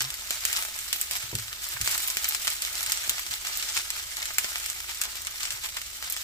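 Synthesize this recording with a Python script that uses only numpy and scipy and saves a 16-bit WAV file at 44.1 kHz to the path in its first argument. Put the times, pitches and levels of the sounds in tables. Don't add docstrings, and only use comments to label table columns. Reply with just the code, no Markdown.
import sys
import numpy as np
from scipy import signal
from scipy.fft import rfft, irfft, next_fast_len
from scipy.io import wavfile
from scipy.ndimage import map_coordinates

SR = 44100
rng = np.random.default_rng(int(sys.argv[2]) if len(sys.argv) > 2 else 0)


def bounce(signal):
    frames = np.transpose(np.atleast_2d(signal))
    limited = np.clip(frames, -1, 1)
    pcm = np.round(limited * 32767).astype(np.int16)
    wavfile.write(sys.argv[1], SR, pcm)


N = 274743
TIME = np.arange(N) / SR
PAN_TIME = np.arange(SR // 40) / SR
RIGHT_LAG_S, PLACE_SPREAD_S = 8 / SR, .00003
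ATTACK_S = .014
RUSTLE_RELEASE_S, SIZZLE_RELEASE_S = .024, .04

# frequency_hz, level_db
FAN_SPECTRUM = [(15, 1), (30, -1), (50, 3), (75, 9.5), (90, -6.5), (115, 2.5), (140, -7.5), (180, -26),
                (215, -5), (260, -18.5), (350, -14), (520, -16), (1500, -22.5)]
# frequency_hz, t60_s
ROOM_DECAY = [(100, 0.35), (1000, 0.21), (5000, 0.095), (15000, 0.069)]
# start_s, peak_db, contact_s
HOB_THUDS = [(0.006, -41.5, 0.00053), (1.236, -42.5, 0.0044), (1.33, -29, 0.00021), (1.347, -31, 0.0016),
             (1.75, -43.5, 0.0086), (1.805, -37.5, 0.017), (1.818, -34, 0.013), (2.874, -50, 0.0048),
             (3.085, -45.5, 0.0061), (3.302, -49, 0.004), (5.535, -48.5, 0.0032)]
# pitch_hz, level_db, t60_s
HOB_MODES = [(58.3, -3, 0.15), (105.3, -3.5, 0.44), (120.4, 5, 0.2), (146, -5.5, 0.08), (216, -7.5, 0.2),
             (307, -0.5, 0.13), (350, -2, 0.05), (417, -1, 0.16), (497, -2, .1), (630, -7, .12),
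             (950, 8, .06)]
# start_s, tick_db, tick_brightness_db, ring_db
SPOON_KNOCKS = [(0.3071, 1, 1, -36), (.452, 4.5, 5, -42), (1.8754, 1, -2, -35.5), (2.17, 1, 1, -37),
                (2.348, 0.5, -2, -42), (2.478, 4.5, -8, -36), (3.077, -9, 8, -42), (3.112, -14, -8, -41),
                (3.768, 1, -19, -38), (4.3838, 7.5, 3.5, -49), (4.4446, -3, -10, -35)]
# pitch_hz, level_db, t60_s
PAN_MODES = [(140, -6, 0.044), (234, -4.5, 0.053), (353, -3.5, 0.021), (423, -5.5, 0.03), (504, -5, 0.028),
             (610, 10.5, 0.026), (726, -3, .07), (924, -5, 0.083), (983, -31, 0.066)]
# start_s, length_s, level_db, top_hz
SPOON_SCRAPES = [(0.005, 0.019, -28.5, 5960), (0.555, 0.027, -28.5, 10100), (1.763, 0.012, -32.5, 2400),
                 (1.846, 0.014, -40, 7000), (1.902, 0.058, -31.5, 9100), (3.19, 0.0091, -32, 4000),
                 (3.76, 0.017, -29.5, 4970), (4.8, 0.0118, -33.5, 13100), (4.88, 0.051, -37.5, 6000),
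                 (5.639, 0.016, -32.5, 7000), (5.764, 0.015, -30.5, 5800)]
# start_s, length_s, strength_db, wetness_db
SPOON_STROKES = [(0.0, .02, -34, -1), (.105, .05, -44, -3), (.3, .14, -36.5, 4), (0.448, .14, -33, 6),
                 (0.594, .04, -39, 12), (0.732, .07, -41, 7), (0.799, .07, -39, 8),
                 (0.929, .12, -39.5, 10.5), (1.099, .07, -35, 5), (1.19, .07, -39, 3), (1.37, .05, -43, 11),
                 (1.607, .04, -36, 8), (1.713, .12, -41, 8), (1.839, .12, -32, 6), (2.0, .11, -37.5, 11.5),
                 (2.164, .19, -36.5, 6), (2.409, .12, -36, 7), (2.611, .22, -36, 5.5), (2.865, .12, -34, 1),
                 (2.989, .2, -38, 1), (3.3, .05, -36, -2), (3.439, .28, -35, 0), (3.734, .06, -31.5, 2),
                 (3.894, .12, -38, -3), (4.098, .22, -40, -3.5), (4.379, .33, -36.5, 3),
                 (4.876, .05, -35.5, 2), (5.011, .04, -36.5, -8), (5.106, .06, -42.5, -7),
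                 (5.33, .05, -44, 7), (5.394, .07, -33, -2), (5.512, .05, -39, 4), (5.628, .03, -38, 5),
                 (5.763, .03, -41, -2), (6.018, .2, -40, -8)]
# start_s, energy_db, brightness_db
LOUD_POPS = [(.0065, 2.5, -21), (.0202, -2.5, 14), (.1041, -5.5, -5), (.1412, -7.5, 5), (.222, -14, -6),
             (.5292, -1.5, 1), (.5695, -1.5, -2), (.7897, -5.5, -2), (.9289, 5.5, -3), (1.0139, 3, 9),
             (1.111, -5, 2), (1.1348, -7, 0), (1.164, -4, 3), (1.3527, -1.5, -2), (1.688, -7, 14),
             (1.8138, 1.5, -1), (1.9134, -1.5, 6), (1.9786, -0.5, 3), (2.0762, 1, 18), (2.1017, -2.5, 1),
             (2.2439, 0.5, -3), (2.2884, 5, 26), (2.502, -3, -2), (2.621, -1, 0), (2.78, -9, -6),
             (2.83, -2.5, 3), (2.863, -2, -4), (2.9206, 4.5, 1.5), (2.9736, -3.5, -6), (3.0952, 6.5, 3.5),
             (3.1951, -5, 8), (3.333, -8, -10), (3.311, -7, -2), (3.5732, -1.5, 22), (3.626, -2.5, -23),
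             (3.9038, -1, -4), (4.1693, -4.5, -9), (4.2198, -7, -33), (4.2555, -3, -17), (4.661, -4, 1),
             (4.7006, -4.5, 1), (5.0154, 3.5, 2.5), (5.0368, -3.5, -3), (5.219, -10, 6), (5.27, -1, -20),
             (5.432, -2.5, -8), (5.4549, -5, -20), (5.506, -0.5, -13), (5.7687, -6.5, -5), (6.0998, -1, 24),
             (6.124, -0.5, 21)]
# time_s, level_db
SIMMER_LEVEL = [(0.0, -39), (0.4, -40), (1.61, -40.5), (2.03, -37.5), (6.09, -41.5), (6.23, -38.5)]
# frequency_hz, level_db
RUSTLE_SPECTRUM = [(100, -23.5), (300, -19.5), (500, -19.5), (800, -12), (1050, -9.5), (1300, -1),
                   (2200, 1.5), (2800, -6), (4000, -14.5), (9000, -39)]
# frequency_hz, level_db
SIZZLE_SPECTRUM = [(800, -55), (2000, -15), (2900, 1), (4000, 3), (6000, 2), (8200, -3), (9200, -10),
                   (12000, -14.5), (16000, -75)]
# frequency_hz, level_db
SPRAY_SPECTRUM = [(3000, -40), (7500, -18.5), (9200, 1), (12000, 0), (15500, -0.5)]
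# centre_hz, width_hz, gain_db
PAN_HOLLOW = [(611, 98, 9.5), (719, 38, 8), (872, 60, 9.5), (1030, 24, 10.5), (1228, 154, 6.5),
              (2290, 170, 1.5), (5500, 200, 1.5)]
# centre_hz, width_hz, gain_db
MIC_LEFT = [(369, 100, 10.5), (1270, 1400, -2), (4500, 1800, -0.44), (7830, 1500, 5.5), (9840, 2400, -4.5)]
# centre_hz, width_hz, gain_db
MIC_RIGHT = [(372, 76, 2), (1200, 205, -6), (7480, 1100, 7.5), (8440, 280, 5), (10930, 3600, -5.5),
             (12600, 2600, 5)]


def amp(db):
    return 10 ** (np.asarray(db) / 20)


def unit_rms(x):
    return x / np.sqrt(np.mean(x ** 2) + 1e-20)


def unit_energy(x):
    return unit_rms(x) / np.sqrt(x.shape[-1])


def along(points, hz):
    knots_hz, values = np.transpose(points)
    return np.interp(np.log(hz + 1), np.log(knots_hz + 1), values)


def bells(rows, hz):
    return amp(sum(db / (1 + (2 * (hz - centre) / width) ** 2) for centre, width, db in rows))


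def wobble(rate):
    return map_coordinates(rng.standard_normal(int(N * rate / SR) + 4), [TIME * rate])


def filtered(x, response):
    size = next_fast_len(N + SR // 2)
    return irfft(rfft(x, size) * response(np.fft.rfftfreq(size, 1 / SR)), size)[..., :N]


def band_pass(low_hz, high_hz, order):
    return signal.butter(order, [low_hz, high_hz], "bandpass", fs=SR, output="sos")


def add(track, start_s, sound):
    start = round(start_s * SR)
    part = track[..., start:start + sound.shape[-1]]
    part += sound[..., :part.shape[-1]]


def from_pan(x, offset_s=0):
    lag = max(round((RIGHT_LAG_S + offset_s) * SR), 0)
    return np.array([x, np.pad(x, (lag, 0))[:len(x)]])


def appliance(hum_hz, hum_db, rumble_db):
    hum = np.sqrt(2) * np.sin(2 * np.pi * hum_hz * TIME + .15 * wobble(1.9))
    air = rng.standard_normal(N) + amp(-16) * rng.standard_normal((2, N))
    rumble = unit_rms(filtered(air, lambda hz: amp(along(FAN_SPECTRUM, hz))))
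    return amp(hum_db) * hum + amp(rumble_db) * rumble


def kitchen_tail(x):
    room, step = np.zeros((2, N)), SR // 6
    for start in range(0, N, step):
        hz, t, noise = signal.stft(rng.standard_normal((2, SR // 3)), SR, nperseg=256)
        decay = amp(-60 * t / along(ROOM_DECAY, hz)[:, None])
        tail = unit_energy(signal.istft(noise * decay, SR, nperseg=256)[1])
        add(room, start / SR + .006, signal.fftconvolve(x[:, start:start + step], tail, axes=1))
    return room


def judder(start_s, end_s, pitch_hz, level_db):
    progress = np.clip((TIME - start_s) / (end_s - start_s), 0, 1)
    swell = np.sqrt(np.abs(np.sin(np.pi * progress)))
    return amp(level_db) * swell * np.sin(2 * np.pi * pitch_hz * TIME + .35 * wobble(35))


def ring(modes, contact_s):
    t = np.arange(SR // 2) / SR
    sound = sum(amp(db + rng.normal(0, .7) - 60 * t / t60) * np.cos(2 * np.pi * hz * t)
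                for hz, db, t60 in modes)
    push = t * np.exp(-t / (contact_s / 2))
    sound = signal.fftconvolve(sound, push)[:len(t)]
    low_cut = signal.butter(2, 60, "highpass", fs=SR, output="sos")
    sound = signal.sosfilt(low_cut, sound)
    return sound / np.abs(sound).max()


def bumps(knock_db, thud_db):
    track = np.zeros(N)
    for start_s, _, _, ring_db in SPOON_KNOCKS:
        add(track, start_s, amp(ring_db + knock_db) * ring(PAN_MODES, contact_s=.00038))
    for start_s, peak_db, contact_s in HOB_THUDS:
        add(track, start_s, amp(peak_db + thud_db) * ring(HOB_MODES, contact_s))
    return from_pan(track)


def scatter(life_s, wall_delay_s, wall_db):
    wall = amp(wall_db) * (PAN_TIME > wall_delay_s) * np.exp(-abs(PAN_TIME - wall_delay_s) / life_s)
    envelope = np.exp(-PAN_TIME / life_s) + wall
    return unit_energy(rng.standard_normal((2, len(PAN_TIME))) * envelope)


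def snap(life_s):
    spatter = unit_energy(rng.standard_normal(len(PAN_TIME)) * np.exp(-PAN_TIME / life_s))
    spatter[0] = .5 * rng.choice([-1, 1])
    return unit_energy(from_pan(spatter, PLACE_SPREAD_S * rng.standard_normal()))


def snaps(rows, low_db, middle_db, top_db, thinning, scatter_share):
    edges_hz = [(1150, 2800), (2800, 9000), (9000, 16000)]
    bands = [band_pass(low_hz, high_hz, order=2) for low_hz, high_hz in edges_hz]
    track = np.zeros((2, N))
    for start_s, energy_db, brightness_db in rows:
        burst = snap(life_s=.00032)
        paths = scatter(life_s=.006, wall_delay_s=.0037, wall_db=-14.5)
        colour = amp([low_db - thinning * brightness_db, 0, top_db + brightness_db])
        gains = colour / np.linalg.norm(colour) * [1, -amp(middle_db), 1]
        for band, gain in zip(bands, gains):
            direct = np.sqrt(1 - scatter_share) * unit_energy(signal.sosfilt(band, burst))
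            scattered = np.sqrt(scatter_share) * unit_energy(signal.sosfilt(band, paths))
            add(track, start_s, amp(energy_db) * gain * (direct + scattered))
    return track


def crackle(per_s, spread_db, hiss_db, scatter_db):
    count = int(per_s * N / SR)
    sizes = amp(spread_db * np.minimum(rng.exponential(size=count), 3.5))
    signs = rng.choice([-1, 1], count)
    bursts = np.bincount(rng.integers(0, N, count), sizes * signs, N)
    sound, step = np.zeros((2, N)), SR // 55
    for start in range(0, N, step):
        direct = snap(life_s=.00017)
        paths = direct + amp(scatter_db) * scatter(life_s=.0037, wall_delay_s=.003, wall_db=-7)
        add(sound, start / SR, signal.fftconvolve(bursts[None, start:start + step], paths, axes=1))
    return unit_rms(unit_rms(sound) + amp(hiss_db) * rng.standard_normal((2, N)))


def spoon_ticks():
    ticks = [row[:3] for row in SPOON_KNOCKS]
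    return snaps(ticks, low_db=-4, middle_db=-.5, top_db=-4.5, thinning=.033, scatter_share=.42)


def spoon_scrapes(gain_db, lowest_hz):
    grit = crackle(per_s=1800, spread_db=8, hiss_db=-2, scatter_db=-34)
    track = np.zeros((2, N))
    for start_s, length_s, level_db, top_hz in SPOON_SCRAPES:
        stroke = signal.windows.tukey(round(length_s * SR), .5)
        start = round(start_s * SR)
        rasp = signal.sosfilt(band_pass(lowest_hz, top_hz, order=3), grit[:, start:start + len(stroke)])
        add(track, start_s, amp(level_db + gain_db) * unit_rms(rasp) * stroke)
    return track


def stirring(release_s, wet_share=0):
    power = np.zeros(N)
    for start_s, length_s, strength_db, wetness_db in SPOON_STROKES:
        rise = np.clip((TIME - start_s) / ATTACK_S, 0, 1)
        fall = np.exp(-np.maximum(TIME - start_s - length_s, 0) / release_s)
        power += (amp(strength_db + wet_share * wetness_db) * rise * fall) ** 2
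    return power


def pops(faint_per_s, faint_db, spread_db, brightness_spread_db):
    count = int(faint_per_s * N / SR)
    chance = np.cumsum(np.sqrt(stirring(SIZZLE_RELEASE_S)))
    when, size, brightness = rng.uniform(-1, 1, (count, 3)).T
    starts_s = np.interp((when + 1) / 2, chance / chance[-1], TIME)
    faint = zip(starts_s, faint_db + spread_db * size, brightness_spread_db * brightness)
    rows = [*LOUD_POPS, *faint]
    return snaps(rows, low_db=-9.5, middle_db=-2, top_db=-3, thinning=.13, scatter_share=.49)


def frying_gain(rest_db, stirred_db, release_s, wet_share=0):
    simmer = amp(rest_db + np.interp(TIME, *np.transpose(SIMMER_LEVEL)))
    return np.sqrt(simmer ** 2 + amp(stirred_db) ** 2 * stirring(release_s, wet_share))


def in_pan(source, spectrum):
    return unit_rms(filtered(source, lambda hz: amp(along(spectrum, hz)) * bells(PAN_HOLLOW, hz)))


def frying(flutter_db, clump_db, spit_db):
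    flutter = amp(flutter_db * wobble(70) + clump_db * wobble(22))
    droplets = amp(spit_db) * crackle(per_s=90, spread_db=4.5, hiss_db=-44, scatter_db=-2.5)
    steam = crackle(per_s=1800, spread_db=5, hiss_db=-1.5, scatter_db=3) + droplets
    grains = crackle(per_s=1500, spread_db=5, hiss_db=-6.5, scatter_db=-4.5) + droplets
    rustle = in_pan(grains + .64 * steam, RUSTLE_SPECTRUM)
    rustle *= frying_gain(rest_db=-5, stirred_db=-6.5, release_s=RUSTLE_RELEASE_S)
    sizzle = in_pan(steam, SIZZLE_SPECTRUM)
    sizzle *= frying_gain(rest_db=-.73, stirred_db=-2.5, release_s=SIZZLE_RELEASE_S)
    spray = in_pan(steam, SPRAY_SPECTRUM)
    spray *= frying_gain(rest_db=-1.5, stirred_db=-7, release_s=SIZZLE_RELEASE_S, wet_share=.96)
    return flutter * (rustle + sizzle + spray)


def scene():
    food = frying(flutter_db=.6, clump_db=-.3, spit_db=-6.5)
    spoon = spoon_ticks() + spoon_scrapes(gain_db=.5, lowest_hz=950)
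    pan = bumps(knock_db=1.5, thud_db=2)
    pan += judder(start_s=.017, end_s=.098, pitch_hz=132.3, level_db=-43)
    food += pops(faint_per_s=6, faint_db=-12, spread_db=1.5, brightness_spread_db=23)
    room = amp(-14.5) * kitchen_tail(food + spoon)
    background = appliance(hum_hz=48.5, hum_db=-59.5, rumble_db=-57)
    return background + room + pan + spoon + food


def record(dry):
    ceiling, top_hz = .75, 15550
    coloured = filtered(dry, lambda hz: np.array([bells(MIC_LEFT, hz), bells(MIC_RIGHT, hz)]))
    rounded = coloured / (1 + (coloured / ceiling) ** 4) ** (1 / 4)
    return filtered(rounded, lambda hz: hz < top_hz)


dry = scene()
out = record(dry)
bounce(out)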